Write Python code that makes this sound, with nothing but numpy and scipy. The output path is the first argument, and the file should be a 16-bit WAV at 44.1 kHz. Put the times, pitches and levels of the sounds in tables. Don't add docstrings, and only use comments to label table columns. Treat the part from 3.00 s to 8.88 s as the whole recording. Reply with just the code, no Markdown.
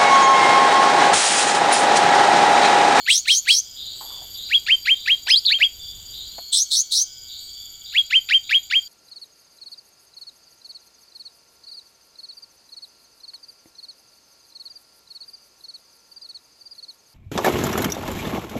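import sys
import numpy as np
from scipy import signal
from scipy.fft import rfft, irfft, next_fast_len
from scipy.io import wavfile
from scipy.ndimage import map_coordinates

SR = 44100
rng = np.random.default_rng(int(sys.argv[2]) if len(sys.argv) > 2 else 0)


def unload_wav(signal):
    wavfile.write(
        sys.argv[1],
        SR,
        np.round(np.clip(np.atleast_2d(signal).T, -1, 1) * 32767).astype(np.int16),
    )


N = 259308

# frequency in Hz, gain in dB.
THROAT_GAIN = [(500, 8), (1000, -38.5), (1500, -11.5), (2200, -3), (4200, 0.5), (5500, -11), (6600, -16.5),
               (9500, -13), (11500, 6), (15000, -39)]


def amp(db):
    return 10 ** (np.asarray(db) / 20)


def unit(x):
    return x / np.sqrt(np.mean(x ** 2) + 1e-20)


def along(points, hz):
    f, v = np.transpose(points)
    return np.interp(np.log(np.abs(hz) + 1), np.log(f + 1), v)


def curves(rows, t):
    s, *cols = np.transpose(rows)
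    return [np.interp(t, s, c) for c in cols]


def wobble(rate, size):
    knots = rng.standard_normal(int(size * rate / SR) + 4)
    return map_coordinates(knots, [np.arange(size) * rate / SR])


def turn(hz):
    return 2 * np.pi * np.cumsum(hz) / SR


def filtered(x, gain):
    m = next_fast_len(len(x) + 2048)
    return irfft(rfft(x, m) * gain(np.fft.rfftfreq(m, 1 / SR)), m)[:len(x)]


def noise(gain, size):
    return unit(filtered(rng.standard_normal(size), gain))


def band(hz, width, size):
    return noise(lambda f: 1 / (1 + ((f - hz) / width) ** 2) ** 2.29, size)


def gate(t, length, attack, release):
    return np.clip(t / attack, 0, 1) * np.clip((length - t) / release, 0, 1)


def add(out, s, x):
    start = round(s * SR)
    x, start = x[max(-start, 0):], max(start, 0)
    out[start:start + len(x)] += x[:len(out) - start]


def air():
    # time in seconds, rumble level in dB, hush level in dB, both before the offsets below.
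    breeze = [(0.0, -68.5, -66), (0.69, -67, -64), (1.01, -60, -59), (2.62, -64.5, -64), (3.0, -55, -61),
              (3.37, -64.5, -61), (3.57, -74.5, -69), (4.44, -65, -65.5), (5.88, -67.5, -69)]
    # frequency in Hz, relative spectral gain in dB.
    leaf_colour = [(300, 0.5), (1000, -10.5), (2400, -13.5), (3200, 12.5), (5000, -1), (5800, -4.5),
                   (8000, 0), (10500, -19), (13500, 2.5), (15800, -16)]
    # mean pitch in Hz, mean peak level in dB.
    whine_tones = [(755, -73), (1345, -75), (1510, -71), (2025, -74), (2265, -66)]
    rumble_offset_db, hush_offset_db, leaves_offset_db = 6, -1, 13
    rumble_sway_db = 1.8
    hush_colour = [(60, -2.5), (250, 2.0), (600, -3), (2000, -9.0), (6000, -20.0)]  # (Hz, dB)
    t = np.arange(N) / SR
    rumble_db, hush_db = curves(breeze, t)
    rumble = amp(rumble_db + rumble_offset_db + rumble_sway_db * wobble(6.1, N)) * band(55, 95, N)
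    hush = amp(hush_db + hush_offset_db) * noise(lambda f: amp(along(hush_colour, f)), N)
    leaves = amp(hush_db + leaves_offset_db) * noise(lambda f: amp(along(leaf_colour, f)), N)
    whine = sum(amp(db + 2 * wobble(3.23, N)) * np.sin(turn(hz + 3 * wobble(6.4, N)))
                for hz, db in whine_tones)
    return rumble + hush + leaves + whine


def insects(trill_rate=31, trill_db=3, tooth_hz=490, tooth_db=-11):
    # centre in Hz, width scale in Hz, mean level in dB, pulses a second,
    # pulse depth in dB, tick depth in dB (a negative depth inverts the ticks).
    choruses = [(3302, 320, -51, 12, 5.5, -3.3), (4705, 1100, -67.5, 31, 14, 4.5),
                (6953, 310, -48.5, 19, 4.5, 3.5), (7030, 870, -52, 27, 5.5, -11.5),
                (14900, 380, -60.5, 19, 2.5, 3.5), (15270, 420, -75, 19, 13.5, 7.5)]
    # start in seconds, end in seconds, level in dB before a 6.5 dB cut.
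    trill_bouts = [(1.275, 3.432, -39.5), (4.74, 5.997, -43.5)]
    trill_hz, trill_idle_db, trill_fade_s = 4690, -51, 0.11
    ticks_per_pulse = 4
    t = np.arange(N) / SR
    level = amp(trill_idle_db) + sum(amp(db - 6.5) * gate(t - start, end - start, trill_fade_s, trill_fade_s)
                                     for start, end, db in trill_bouts)
    beat = np.sin(turn(trill_rate + 5 * wobble(6.4, N)))
    teeth = 1 + amp(tooth_db) * np.sin(turn(tooth_hz + 25 * wobble(85, N)))
    beating = amp(trill_db * beat + 4 * wobble(30, N))
    carrier = np.sin(turn(trill_hz + 26 * wobble(170, N)))
    out = level * unit(teeth * beating * carrier)
    for centre_hz, width_hz, level_db, rate, depth_db, tick_db in choruses:
        phase = turn(rate * (1 + 0.033 * wobble(9.2, N)))
        pulse_db = depth_db * np.sin(phase) + tick_db * np.sin(ticks_per_pulse * phase)
        pulses = amp(pulse_db + .5 * wobble(0.2, N))
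        out += amp(level_db) * unit(pulses * band(centre_hz, width_hz, N))
    return out


def crickets(width_hz=45, pause_db=-11):
    # start in seconds, length in seconds (sounding for 3 at most),
    # first pitch in Hz, level in dB before a 3.5 dB lift.
    bouts = [(-.05, 0.75, 12750, -53.5), (0.648, 4.3, 12970, -58.5), (0.693, 4.4, 12540, -63),
             (0.944, .7, 12700, -51), (1.753, 0.96, 12780, -55.5), (2.754, 1.3, 12640, -64),
             (3, 0.6, 13100, -61), (4.12, 5.4, 12550, -64), (4.243, 1.64, 13000, -57.5)]
    sag_hz_per_s, phrases_per_s = 120, 3.6
    t = np.arange(3 * SR) / SR
    out = np.zeros(N)
    for s, length, hz, db in bouts:
        tone = (signal.hilbert(band(hz, width_hz, len(t))) * np.exp(-1j * turn(sag_hz_per_s * t))).real
        pause = np.cos(turn(phrases_per_s * (1 + .15 * wobble(3, len(t)))) / 2) ** 6
        add(out, s, amp(db + 3.5 + pause_db * pause) * gate(t, length, .03, .04) * tone)
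    return out


def cicada(click_hz=129.4, width_hz=135):
    # time in seconds from its loudest moment, resonance in Hz, level in dB.
    phrase = [(-.2, 4340, -64), (0, 4340, -38), (.5, 4460, -45.5), (.76, 5000, -45), (.96, 4580, -41.5),
              (1.2, 4670, -40), (1.42, 4650, -49.5), (1.8, 4800, -69.5)]
    phrase_times = [-.05, 3.39]
    out = np.zeros(N)
    t = np.arange(phrase[0][0], phrase[-1][0], 1 / SR)
    centre_hz, db = curves(phrase, t)
    lines = range(32, 42)
    weights = [1 / (1 + ((k * click_hz - centre_hz) / width_hz) ** 2) for k in lines]
    for s in phrase_times:
        phase = turn(click_hz + 0.11 * wobble(15, len(t)))
        comb = sum(w * np.sin(k * phase + 2 * np.pi * rng.random()) for k, w in zip(lines, weights))
        add(out, s + t[0], amp(db) * unit(comb))
    return out


def far_birds(fade=0.62):
    # start in seconds, level in dB, held pitch in Hz, seconds before the fade begins.
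    calls = [(.76, -34, 4005, 0.14), (.932, -47.5, 8130, 0.062), (1.049, -39, 3463, 0.14),
             (1.338, -34.5, 4020, 0.13), (1.931, -38, 3930, 0.16), (2.782, -40, 3510, .13),
             (3.123, -34.5, 4050, 0.092), (4.275, -38, 4020, 0.084), (4.362, -52.5, 8300, 0.09),
             (4.531, -44, 3415, 0.11), (4.848, -36.5, 4090, 0.072), (5.431, -39.5, 3970, 0.067)]
    lowest_hz, largest_rise_hz = 3530, 451.6
    out = np.zeros(N)
    t = np.arange(SR * 3 // 4) / SR
    for s, db, held_hz, length in calls:
        rise_hz = np.clip(held_hz - lowest_hz, 0, largest_rise_hz)
        glide = np.exp(1j * turn(-rise_hz * np.exp(-t / 0.1)))
        call = signal.hilbert(band(held_hz, 200 + 0.82 * rise_hz, len(t))) * glide
        swell = (1 - np.exp(-t / 0.02)) * amp(db - 60 * np.maximum(t - length, 0) / fade)
        add(out, s, swell * call.real)
    return out


def flicks(brush_db=-12):
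    # start in seconds, level in dB, centre in Hz,
    # width scale in Hz, time to decay by 60 dB in seconds.
    puffs = [(1.007, -42, 890, 480, 0.32), (1.101, -49, 1000, 480, 0.33), (1.161, -50.5, 870, 430, 0.26),
             (1.214, -47.5, 796, 300, 0.15), (2.265, -42.5, 875, 400, 0.13), (2.59, -52, 666, 250, 0.03),
             (3.381, -32.5, 717, 296, 0.031)]
    out = np.zeros(N)
    t = np.arange(SR // 3) / SR
    for s, db, hz, width_hz, decay in puffs:
        puff = band(hz, width_hz, len(t)) + amp(brush_db) * band(1300, 1700, len(t))
        add(out, s, amp(db - 60 * np.maximum(t - .008, 0) / decay) * np.minimum(t / 0.0027, 1) * puff)
    return out


def syrinx(hz, second_db, third_db, flicker_db=4):
    phase = turn(hz)

    def partial(k):
        return np.sqrt(2) * amp(along(THROAT_GAIN, k * hz)) * np.sin(k * phase)

    overtones = sum(amp(db + flicker_db * np.tanh(wobble(235, len(hz)))) * partial(k)
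                    for k, db in enumerate([second_db, third_db], 2))
    return partial(1) + overtones


def slurs(flutter_hz=158, unevenness=0.41):
    # time in seconds, pitch in Hz, level in dB before a 3 dB lift.
    arch = [(2.299, 3060, -26.5), (2.311, 4980, -11.5), (2.319, 5170, -8.5), (2.331, 4970, -17),
            (2.347, 4850, -27)]
    rise = [(2.334, 3246, -10), (2.343, 3210, -13), (2.352, 3530, -21.5), (2.376, 4500, -16),
            (2.395, 5070, -19.5)]
    dip = [(2.448, 2820, -27), (2.457, 4380, -20.5), (2.463, 4560, -16.5), (2.474, 3760, -21),
           (2.49, 3580, -18.5), (2.512, 4010, -25.5), (2.523, 4580, -16.5), (2.531, 4070, -18)]
    out = np.zeros(N)
    # flutter depth in Hz at mid-length, overtone level in dB
    for glide, depth_hz, overtone_db in [(arch, 30, -20), (rise, 82, -15.5), (dip, 270, -24)]:
        t = np.arange(glide[0][0], glide[-1][0], 1 / SR)
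        hz, db = curves(glide, t)
        flutter = np.sin(2 * np.pi * flutter_hz * (t - t[0])) + unevenness * np.tanh(wobble(900, len(t)))
        hz = hz + depth_hz * np.hanning(len(t)) ** .5 * flutter + 45 * wobble(730, len(t))
        soft_ends = signal.windows.tukey(len(t), .08)
        level = amp(db + 3.0 + 2.0 * wobble(300, len(t)))
        voice = syrinx(hz, second_db=overtone_db, third_db=overtone_db - 14)
        add(out, t[0], soft_ends * level * voice)
    return out


def rasps(flutter_hz=196, unsteady=.04, swing_hz=370, jitter_hz=210, shrill_hz=8100, overtone_db=-15):
    # start of the rise in seconds, its length in seconds, first and last pitch of
    # the upper tone in Hz, level in dB, relative shrill resonance in dB.
    rasp_rows = [(0.09, 0.12, 3950, 6810, -18.5, -6.5), (0.275, 0.13, 4290, 6910, -18.5, -17.5),
                 (0.481, 0.13, 4540, 6370, -18, -19), (2.285, 0.035, 5540, 6170, -26, -6.5),
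                 (3.525, 0.12, 4114, 6720, -18.5, -6), (3.71, 0.12, 4355, 6810, -18, -16),
                 (3.914, 0.13, 4465, 6465, -18, -18.5)]
    # frequency in Hz, relative gain in dB.
    hiss_colour = [(2200, -36.5), (3100, -28), (4600, 0), (6400, -1), (7200, -9), (8200, -9), (10000, -5.5),
                   (11600, -6), (12500, -17), (13600, -2.5), (15800, -2.5)]
    lead_s, attack_s, release_s = .016, 0.025, 0.025
    upper_start_db, handover = -25.5, 0.49
    lower_fade_db, hiss_start_db, hiss_fade_db = -23, -6.5, -7
    climb_bend = 0.92
    out = np.zeros(N)
    for s, length, first_hz, last_hz, db, shrill_db in rasp_rows:
        t = np.arange(-lead_s, length + 0.0033, 1 / SR)
        size, rise = len(t), t / length
        upper_db = upper_start_db * np.maximum(1 - rise / handover, 0)
        lower_db, hiss_db = lower_fade_db * rise ** 2, hiss_start_db + hiss_fade_db * rise ** 3
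        flutter = np.sin(turn(flutter_hz * (1 + unsteady * wobble(150, size))))
        jitter = lambda: jitter_hz * np.tanh(wobble(1100, size))
        climb = (last_hz - first_hz) * np.maximum(rise, 0) ** climb_bend
        steadying = 1 - 0.45 * rise ** 2
        upper = turn(first_hz + climb + steadying * (swing_hz * flutter + jitter()))
        lower = turn(0.91 * first_hz + 0.25 * climb * rise + swing_hz * flutter + jitter())
        pair = sum(amp(level - 2 + 4.45 * np.tanh(wobble(402.8, size))) * np.exp(1j * phase)
                   for level, phase in [(upper_db, upper), (lower_db, lower)])
        crown = amp(overtone_db) * pair ** 2 * np.exp(1j * turn(300 * wobble(2400, size)))
        hiss_level = amp(hiss_db + 1.6 * flutter + 0.93 * wobble(120, size))
        hiss = hiss_level * noise(lambda f: amp(along(hiss_colour, f)), size)
        shrill_level = amp(shrill_db + 4.0 * wobble(209, size)) * np.exp(-((rise - .21) / 0.28) ** 4)
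        shrill = shrill_level * band(shrill_hz, 790, size)
        attack = np.minimum((t - t[0]) / attack_s, 1) ** 3
        release = np.minimum((t[-1] - t) / release_s, 1)
        voice = np.sqrt(2) * (pair + crown).real + hiss + shrill
        add(out, s + t[0], amp(db) * attack * release * voice)
    return out


def chirps(shake_db=5.0, scrape_db=-10, crackle_db=-17, hoarse_rough=0.67, sweep_rough=0.082,
           held_rough=0.018, knee=11, clear_db=-27, rich_db=33, third_db=-3, doubling_db=-7):
    # mid-sweep time in seconds, sweep level in dB, hold level in dB,
    # held pitch in Hz, lead-in in seconds.
    chirp_rows = [(0.099, -11.5, -16, 3255, 0.033), (0.2916, -10, -10, 3153, 0.0084),
                  (0.4925, -10.5, -12, 3233, 0.015), (1.529, -13, -8.5, 3242, 0.011),
                  (1.7039, -12.5, -7.5, 3132, 0.035), (1.8927, -13.5, -7.5, 3170, 0.058),
                  (2.0972, -13.5, -8, 3216, 0.045), (2.3065, -15, -15.5, 3240, 0.048),
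                  (2.5269, -17, -15, 3185, 0.027), (2.6227, -9.5, -12.5, 3220, 0.013),
                  (4.963, -14, -8.5, 3253, 0.013), (5.1396, -12.5, -7.5, 3118, 0.034),
                  (5.327, -13.5, -7, 3165, 0.054), (5.533, -13.5, -8, 3227, 0.046),
                  (5.7411, -16, -9, 3200, 0.073)]
    half_orders = [1.5, 2.5, 3.5]
    mid_sweep_hz, octaves_per_s, span_s = 2430, 27, .065
    voiced_s, onset_db_per_s = -0.038, 3199
    full_voice_s, swell_db_per_s = -.014, 628.5
    hold_s, hold_sag_db_per_s = 0.019, 291
    release_s, release_db_per_s = 0.051, 3000
    clear_s, clearing_s = -0.023, 0.008
    overshoot_hz, settle_s = 273, 0.015
    waver = .035
    out = np.zeros(N)
    t = np.arange(-span_s, span_s, 1 / SR)
    size = len(t)
    after = lambda s: np.maximum(t - s, 0)
    held = np.clip((t - .012) / .016, 0, 1)
    hoarse = 1 / (1 + np.exp((t - clear_s) / clearing_s))
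    rough = hoarse_rough * hoarse + sweep_rough * (1 - held) + held_rough
    overtone_db = clear_db + rich_db * hoarse
    swell_db = -swell_db_per_s * np.maximum(full_voice_s - t, 0)
    level_db = swell_db - hold_sag_db_per_s * after(hold_s) - release_db_per_s * after(release_s)
    sweep = mid_sweep_hz * 2 ** (octaves_per_s * t)
    for s, sweep_db, hold_db, held_hz, lead in chirp_rows:
        overshoot = overshoot_hz * np.exp(-lead / settle_s) + 60
        hz = sweep / (1 + (sweep / held_hz) ** knee) ** (1 / knee)
        hz = hz + overshoot * np.exp(-((t - .023) / 0.0088) ** 2)
        hz = hz * (1 + waver * rough ** .5 * wobble(895.6, size))
        tone = syrinx(hz, second_db=overtone_db, third_db=overtone_db + third_db, flicker_db=-3)
        halfway = sum(amp(along(THROAT_GAIN, k * hz) + 2.6 * wobble(260, size)) * np.sin(k * turn(hz))
                      for k in half_orders)
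        grain = band(3720, 2100, size) + amp(crackle_db) * band(10500, 3000, size)
        scrape = amp(scrape_db) * rough * grain
        onset = amp(-onset_db_per_s * np.maximum(voiced_s - t, 0))
        opening = np.clip((t + lead) / 0.046 + .5, .2, 1) * onset
        shake = amp(shake_db * (2 * rough) ** .5 * np.tanh(wobble(317.6, size)))
        voice = tone + amp(doubling_db) * hoarse * halfway + scrape
        level = amp(sweep_db + (hold_db - sweep_db) * held + level_db)
        add(out, s + t[0], level * opening * shake * voice)
    return out


def thicket(x, near_db=-18, tail_db=-25):
    # frequency in Hz, time to decay by 60 dB in seconds.
    decay_times = [(300, 0.044), (3000, 0.31), (7000, 0.6), (14000, 0.047)]
    hz, t, z = signal.stft(rng.standard_normal(SR // 2), SR, nperseg=256)
    tail = signal.istft(z * amp(-60 * t / along(decay_times, hz)[:, None]), SR, nperseg=256)[1]
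    age = np.arange(len(tail)) / SR
    near = rng.standard_normal(len(tail)) * amp(-60 * age / 0.16) * (age > .002)
    answer = amp(near_db) * near / np.linalg.norm(near) + amp(tail_db) * tail / np.linalg.norm(tail)
    return x + signal.fftconvolve(x, answer)[:N]


def scene():
    # frequency in Hz, gain in dB.
    song_colour = [(2000, -0.5), (9000, 2.5), (11600, -5.5), (13000, -17.5), (15800, -10)]
    song = filtered(chirps() + rasps() + slurs(), lambda hz: amp(along(song_colour, hz)))
    surroundings = far_birds() + cicada() + insects() + crickets() + air()
    return (thicket(song + flicks()) + surroundings)[None]


def record(dry):
    top_hz = 15850
    return filtered(dry[0], lambda hz: hz < top_hz)[None]


dry = scene()
out = record(dry)
unload_wav(out)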